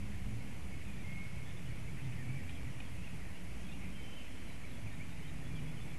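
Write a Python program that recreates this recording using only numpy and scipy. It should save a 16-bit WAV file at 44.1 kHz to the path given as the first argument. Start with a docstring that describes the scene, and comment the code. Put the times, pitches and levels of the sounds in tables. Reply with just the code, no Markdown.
"""Quiet forest from high in a tree

A low rumble swells and fades under smooth hiss with a hump near 2-3 kHz, the blurred chorus of far
songbirds: both are coloured noise, the rumble with narrow noise bands on set pitch and level curves.
Far twitter, nearer whistles and chirps are fluttering sines with sparse echoes from the trunks; two twig
snaps are ringing wood modes. A cheap microphone input adds a constant offset and one brief dropout."""
import sys
import numpy as np
from scipy import signal
from scipy.io import wavfile
from scipy.ndimage import uniform_filter1d

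SR = 44100
rng = np.random.default_rng(int(sys.argv[2]) if len(sys.argv) > 2 else 0)


def store_pcm(level_fs):
    """Save levels as 16-bit WAV."""
    pcm = np.round(np.clip(level_fs, -1, 1) * 32767).astype(np.int16)
    wavfile.write(sys.argv[1], SR, np.atleast_2d(pcm).T)


def elevation(decibels):
    """Turn decibel levels (scalar or array-like) into linear amplitude ratios."""
    levels = np.asarray(decibels, float)
    return 10 ** (levels / 20)


N = 263718  # length in samples


def evened(x):
    """Scales to rms 1."""
    return x / np.sqrt(np.mean(x ** 2) + 1e-20)


def add(mix, start_s, sound):
    """Mixes a sound in at a time, cut off at the end of the mix."""
    part = mix[round(start_s * SR):][:len(sound)]
    part += sound[:len(part)]


def along(rows):
    """A level curve of (s, dB) as a gain for every sample."""
    s, db = np.transpose(rows)
    return elevation(np.interp(np.arange(N) / SR, s, db))


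def noise(spectrum, size, patchy_db, patch_bins, patch_frames):
    """Random short-time spectra of a given colour, with drifting louder and softer patches; rms 1."""
    frames = 4 * N // size + 5
    bin_hz = np.fft.rfftfreq(size, 1 / SR)
    real, imag, patches = rng.standard_normal((frames, len(bin_hz), 3)).T
    patches = uniform_filter1d(patches, patch_bins, axis=0)
    patches = evened(uniform_filter1d(patches, patch_frames, axis=1))
    hz, db = np.transpose(spectrum)
    colour_db = np.interp(np.log(bin_hz + 1), np.log(hz + 1), db)[:, None]
    spectra = (real + 1j * imag) * elevation(colour_db + patchy_db * patches)
    _, sound = signal.istft(spectra, nperseg=size, noverlap=3 * size // 4)
    return evened(sound[:N])


def tone(hz, rough, flutter_hz):
    """A sine on a pitch curve whose level and phase flutter; fully rough, it is a narrow band of noise."""
    settling = 2000  # samples for the filter to settle, thrown away
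    real, imag = rng.standard_normal((len(hz) + settling, 2)).T
    lowpass = signal.butter(2, flutter_hz, fs=SR, output="sos")
    flutter = signal.sosfilt(lowpass, real + 1j * imag)[settling:]
    flutter /= np.sqrt(np.mean(abs(flutter) ** 2))
    carrier = np.exp(2j * np.pi * np.cumsum(hz) / SR)
    return ((1 - rough + rough * flutter) * carrier).imag


def rumble():
    """Lumpy low noise, and narrow noise bands with set pitch and level curves plus a slight random wander."""
    # colour of the low noise, relative: f/Hz, density/dB per Hz
    low_colour = [(15, -31.5), (25, -8), (27, -4), (32, -3), (125, -5.5), (193, -7.5), (450, -28.5),
                  (580, -68.5), (990, -120)]
    # its swell, before a trim of -4.5 dB: t/s, level/dB
    swell = [(0, -47.5), (.8, -47), (1.9, -45.5), (3.3, -50), (3.9, -45), (4.3, -49), (5.2, -50.5),
             (5.55, -42.5), (5.98, -47.5)]
    # set curves, one list for each narrow band: t/s, centre f/Hz, level/dB (a slight wander is added)
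    drones = [
        [(0, 112, -51), (.2, 113, -46), (.6, 118, -52), (1.4, 128, -51), (1.9, 127, -46), (2.4, 126, -47.5),
         (3.2, 122, -56), (4.3, 100, -62), (4.8, 104, -51.5), (5.25, 122, -56), (5.6, 129, -46.5),
         (5.98, 126, -55.5)],
        [(0, 197, -53), (.3, 196, -54), (.55, 194, -55.5), (1, 192, -47.5), (1.15, 181.8, -54),
         (1.4, 168, -55.5), (3.2, 178, -58), (3.95, 182, -52), (4.2, 178, -61.5), (5.6, 158, -50.5),
         (5.98, 162, -57.5)],
        [(0, 46.03, -52), (.5, 53.87, -49.5), (1, 56, -56.5), (3.5, 56.74, -53.5), (4.8, 53, -59),
         (5.98, 50.79, -54.5)],
        [(0, 81.7, -52.5), (.75, 78.43, -52), (1.3, 85.46, -52), (1.9, 85.87, -54), (3, 84.43, -53),
         (4.3, 84.17, -59.5), (5.3, 84, -56), (5.98, 84.25, -66)],
        [(0, 254.7, -60.5), (2, 255.3, -64), (2.4, 254.9, -56), (3.4, 256, -63.5), (4, 253.9, -59),
         (5.2, 255, -59.5), (5.5, 255.3, -53), (5.98, 254.2, -59.5)],
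    ]
    # nominal width of each narrow band: f/Hz
    drone_widths = [26.5, 25.73, 19.4, 18.2, 51.9]
    wander_db, slowest_hz, fastest_hz = 1.5, .4, 2.5  # slight random wander of level: rms and rates
    t = np.arange(N) / SR
    low_noise = noise(low_colour, size=4096, patchy_db=1.5, patch_bins=3, patch_frames=8)
    out = along(swell) * elevation(-4.5) * low_noise
    for rows, width_hz in zip(drones, drone_widths):
        s, hz, db = np.transpose(rows)
        rates_hz = np.geomspace(slowest_hz, fastest_hz, 12)
        wander = evened(sum(np.sin(2 * np.pi * (rate * t + rng.random())) for rate in rates_hz))
        band = evened(tone(np.interp(t, s, hz), rough=0.929, flutter_hz=width_hz / 2))
        out += elevation(np.interp(t, s, db) + wander_db * wander) * band
    return out


def air():
    """Steady air, far chorus and microphone hiss as one smooth noise with a hump near 2-3 kHz."""
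    # colour, relative: f/Hz, density/dB per Hz
    air_colour = [(180, -20.5), (300, -3), (373, -6.5), (485, -8.5), (630, -9), (859, -12), (1190, -14.5),
                  (1640, -14.5), (2240, -7.5), (2830, -13.5), (3790, -22.5), (11600, -25), (12100, -26),
                  (15700, -57.5), (22000, -120)]
    level_db = -55.5  # rms
    return elevation(level_db) * noise(air_colour, size=1024, patchy_db=0.8378, patch_bins=8, patch_frames=10)


def twitter():
    """Many faint, hoarse glides from birds too far away to tell apart, livelier at some times."""
    # how lively the far birds are, as a gain on all of them: t/s, level/dB
    lively = [(0, 0), (1.5, 14.5), (3, 13.5), (4, 4.5), (5.98, -13)]
    out = np.zeros(N)
    for place, length, pitch, glide, softness in rng.random((150, 5)):
        count = round((0.02274 + 0.0367 * length) * SR)
        start_hz = 1850 + 1900 * pitch ** 1.6
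        hz = start_hz * np.linspace(1, .88 + 0.2453 * glide, count)
        db = -66 - 8 * pitch - 5 * softness  # higher notes lose more on the way
        note = np.hanning(count) * tone(hz, rough=0.41, flutter_hz=120)
        add(out, place * N / SR, elevation(db) * note)
    return along(lively) * out


def glides(rows, rough, flutter_hz):
    """Short notes that slide straight from one pitch to another, with soft ends and a flutter."""
    out = np.zeros(N)
    for start_s, length_s, start_hz, end_hz, db in rows:
        count = round(length_s * SR)
        hz = np.linspace(start_hz, end_hz, count)
        note = np.sqrt(.5) * evened(tone(hz, rough, flutter_hz))  # the rms of a sine of peak 1
        add(out, start_s, elevation(db) * signal.windows.tukey(count, .6) * note)
    return out


def whistles():
    """Held notes that settle in pitch, pulse, and fall to a soft tail."""
    # rms level at the loudest moment, before the pulsing:
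    # t/s, length/s, start f/Hz, settled f/Hz, level/dB, share of flutter (0-1)
    held_notes = [(1.025, .5, 2090, 2180, -52, .28), (2.19, .46, 2260, 2300, -58, .6),
                  (3.9, .72, 3240, 3050, -61, .36), (4.27, .27, 3275, 3255, -69, .4),
                  (5.86, .2, 2330, 2330, -59, .45)]
    settle, peak_at, tail_at = .12, .37, .46  # shares of the length: settling time, loudest, tail begins
    start_db, tail_db, end_db = -6, -7, -12  # against the loudest moment
    throb_hz, throb_depth = 24, .35  # the held note pulses
    out = np.zeros(N)
    for start_s, length_s, start_hz, settled_hz, db, rough in held_notes:
        t = np.arange(0, length_s, 1 / SR)
        hz = settled_hz + (start_hz - settled_hz) * np.exp(-t / (settle * length_s))
        note = evened(tone(hz, rough, flutter_hz=90))
        shape_db = np.interp(t / length_s, [0, peak_at, tail_at, 1], [start_db, 0, tail_db, end_db])
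        throb = 1 - throb_depth * np.cos(2 * np.pi * throb_hz * t)
        add(out, start_s, elevation(db + shape_db) * throb * note * signal.windows.tukey(len(t), .1))
    return out


def birds():
    """Nearer whistles and short glides, fluttering as many paths through the leaves interfere."""
    # the clearest short chirps, level as the peak of a steady sine:
    # t/s, length/s, start f/Hz, end f/Hz, level/dB
    chirps = [(.71, .045, 2220, 2190, -55.5), (.88, 0.035, 2420, 2512, -56.5),
              (1.876, 0.0354, 2164, 2389, -56), (1.969, 0.0408, 2580, 2800, -61),
              (2.018, 0.043, 3110, 3122, -66.5), (2.04, 0.05, 2050, 2090, -59.5),
              (2.073, .022, 2640, 2913, -64), (2.97, .061, 2600, 2550, -59),
              (3.028, .027, 2389, 2972, -54.5), (3.07, 0.016, 2627, 2352, -51),
              (3.71, 0.053, 2700, 2890, -57), (3.34, 0.049, 2510, 3183, -59),
              (3.638, 0.0496, 3408, 3210, -63), (3.68, .03, 2660, 2340, -57),
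              (3.989, .042, 2245, 2205, -52.5), (4.46, 0.079, 4190, 3775, -68.5),
              (4.63, 0.0286, 2071, 2432, -54), (4.64, .087, 4054, 3800, -71),
              (4.862, .027, 2672, 2107, -51.5), (4.899, .055, 1867, 1750, -59.5),
              (4.91, 0.054, 3575, 3875, -67.5), (4.995, .036, 2042, 2484, -51),
              (5.094, 0.0616, 3625, 3795, -67), (5.217, .04, 2825, 3275, -60),
              (5.248, 0.0315, 3280, 2925, -60), (5.269, .04, 3770, 3740, -62.5),
              (5.39, 0.0606, 1945, 1775, -61), (5.425, .072, 3297, 3505, -64.5),
              (5.49, 0.107, 2420, 2327, -57.5), (5.54, 0.071, 3585, 2725, -58.5),
              (5.663, 0.064, 3250, 3487, -64.5), (5.76, 0.0406, 3300, 2754, -58.5),
              (5.8, 0.0424, 3478, 3455, -62), (5.89, .045, 3380, 3460, -65)]
    # hoarse, blurred notes, same columns: t/s, length/s, start f/Hz, end f/Hz, level/dB
    rasps = [(1.433, 0.11, 3340, 3487, -63.5), (2.47, .059, 3275, 3280, -61.5),
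             (2.542, .04, 3400, 3079, -61), (3.66, 0.09, 3480, 3700, -64), (3.195, .077, 2000, 2143, -58),
             (3.81, 0.0642, 2480, 2262, -52.5), (4.174, 0.06154, 2775, 2668, -55),
             (4.239, 0.0388, 2837, 2620, -57), (4.685, .115, 3475, 3275, -64)]
    clear = glides(chirps, rough=.22, flutter_hz=90)
    hoarse = glides(rasps, rough=.65, flutter_hz=230)
    return whistles() + clear + hoarse


def trunks(x, t60=0.45):
    """Scattered echoes from the trees: sparse taps of random sign that die away by 60 dB in t60 seconds."""
    first, spacing = 400, 22  # samples: delay before the first echo, one echo in each slot
    taps = np.zeros(SR)
    at = np.arange(first, SR - spacing, spacing)
    signs = rng.choice([-1., 1.], len(at))
    taps[at + rng.integers(0, spacing, len(at))] = signs * elevation(-60 * at / SR / t60)
    return signal.fftconvolve(x, taps / np.linalg.norm(taps))[:N]


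def twigs():
    """A crack and a second one three milliseconds later, with crackle around, ring the modes of dry wood."""
    # the snaps: t/s, peak level/dB
    snaps = [(2.4935, -42), (2.802, -38.5)]
    # modes of the wood, levels relative: f/Hz, level/dB, time to fall 60 dB/s
    wood_modes = [(800, -9, .015), (1450, -8, .014), (1950, -5, .012), (2500, 0, .016), (2900, -2, .014),
                  (3500, -9, .01)]
    out = np.zeros(N)
    t = np.arange(1000) / SR
    ring = sum(elevation(db - 60 * t / t60) * np.sin(2 * np.pi * hz * t) for hz, db, t60 in wood_modes)
    ring *= 1 - np.exp(-t / .0003)  # soft onset keeps the treble down
    for start_s, db in snaps:
        crackle = .25 * rng.standard_normal(160) * (rng.random(160) < .05)
        crackle[[0, 135]] = 1, -.45  # the two cracks
        snap = np.convolve(crackle, ring)
        add(out, start_s, elevation(db) * snap / abs(snap).max())
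    return out


def scene():
    """All sources at one microphone; only the birds are echoed by the trunks."""
    background = rumble() + air()
    song = twitter() + birds()
    echoes = elevation(-6) * trunks(song)
    return (background + song + echoes + twigs())[None]


def top_cut(x):
    """Nothing passes above the cut-off."""
    return signal.sosfilt(signal.butter(12, 13210, fs=SR, output="sos"), x)


def record(dry):
    """A cheap microphone input: steep band limit, constant offset, and a gap of four milliseconds."""
    edge_hz, offset = 12150, .0126  # upper limit of the input; constant voltage, full scale 1
    gap_start, gap_end = 2.6275, 2.6315  # the signal is lost between these times (s)
    lowpass = signal.firwin(511, edge_hz, window=("kaiser", 9), fs=SR)
    limited = signal.oaconvolve(dry, lowpass[None], "same")
    t = np.arange(N) / SR
    live = (t < gap_start) | (t > gap_end)
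    heard = (limited + offset) * live  # the offset drops out too
    return top_cut(heard)


dry = scene()
out = record(dry)
store_pcm(out)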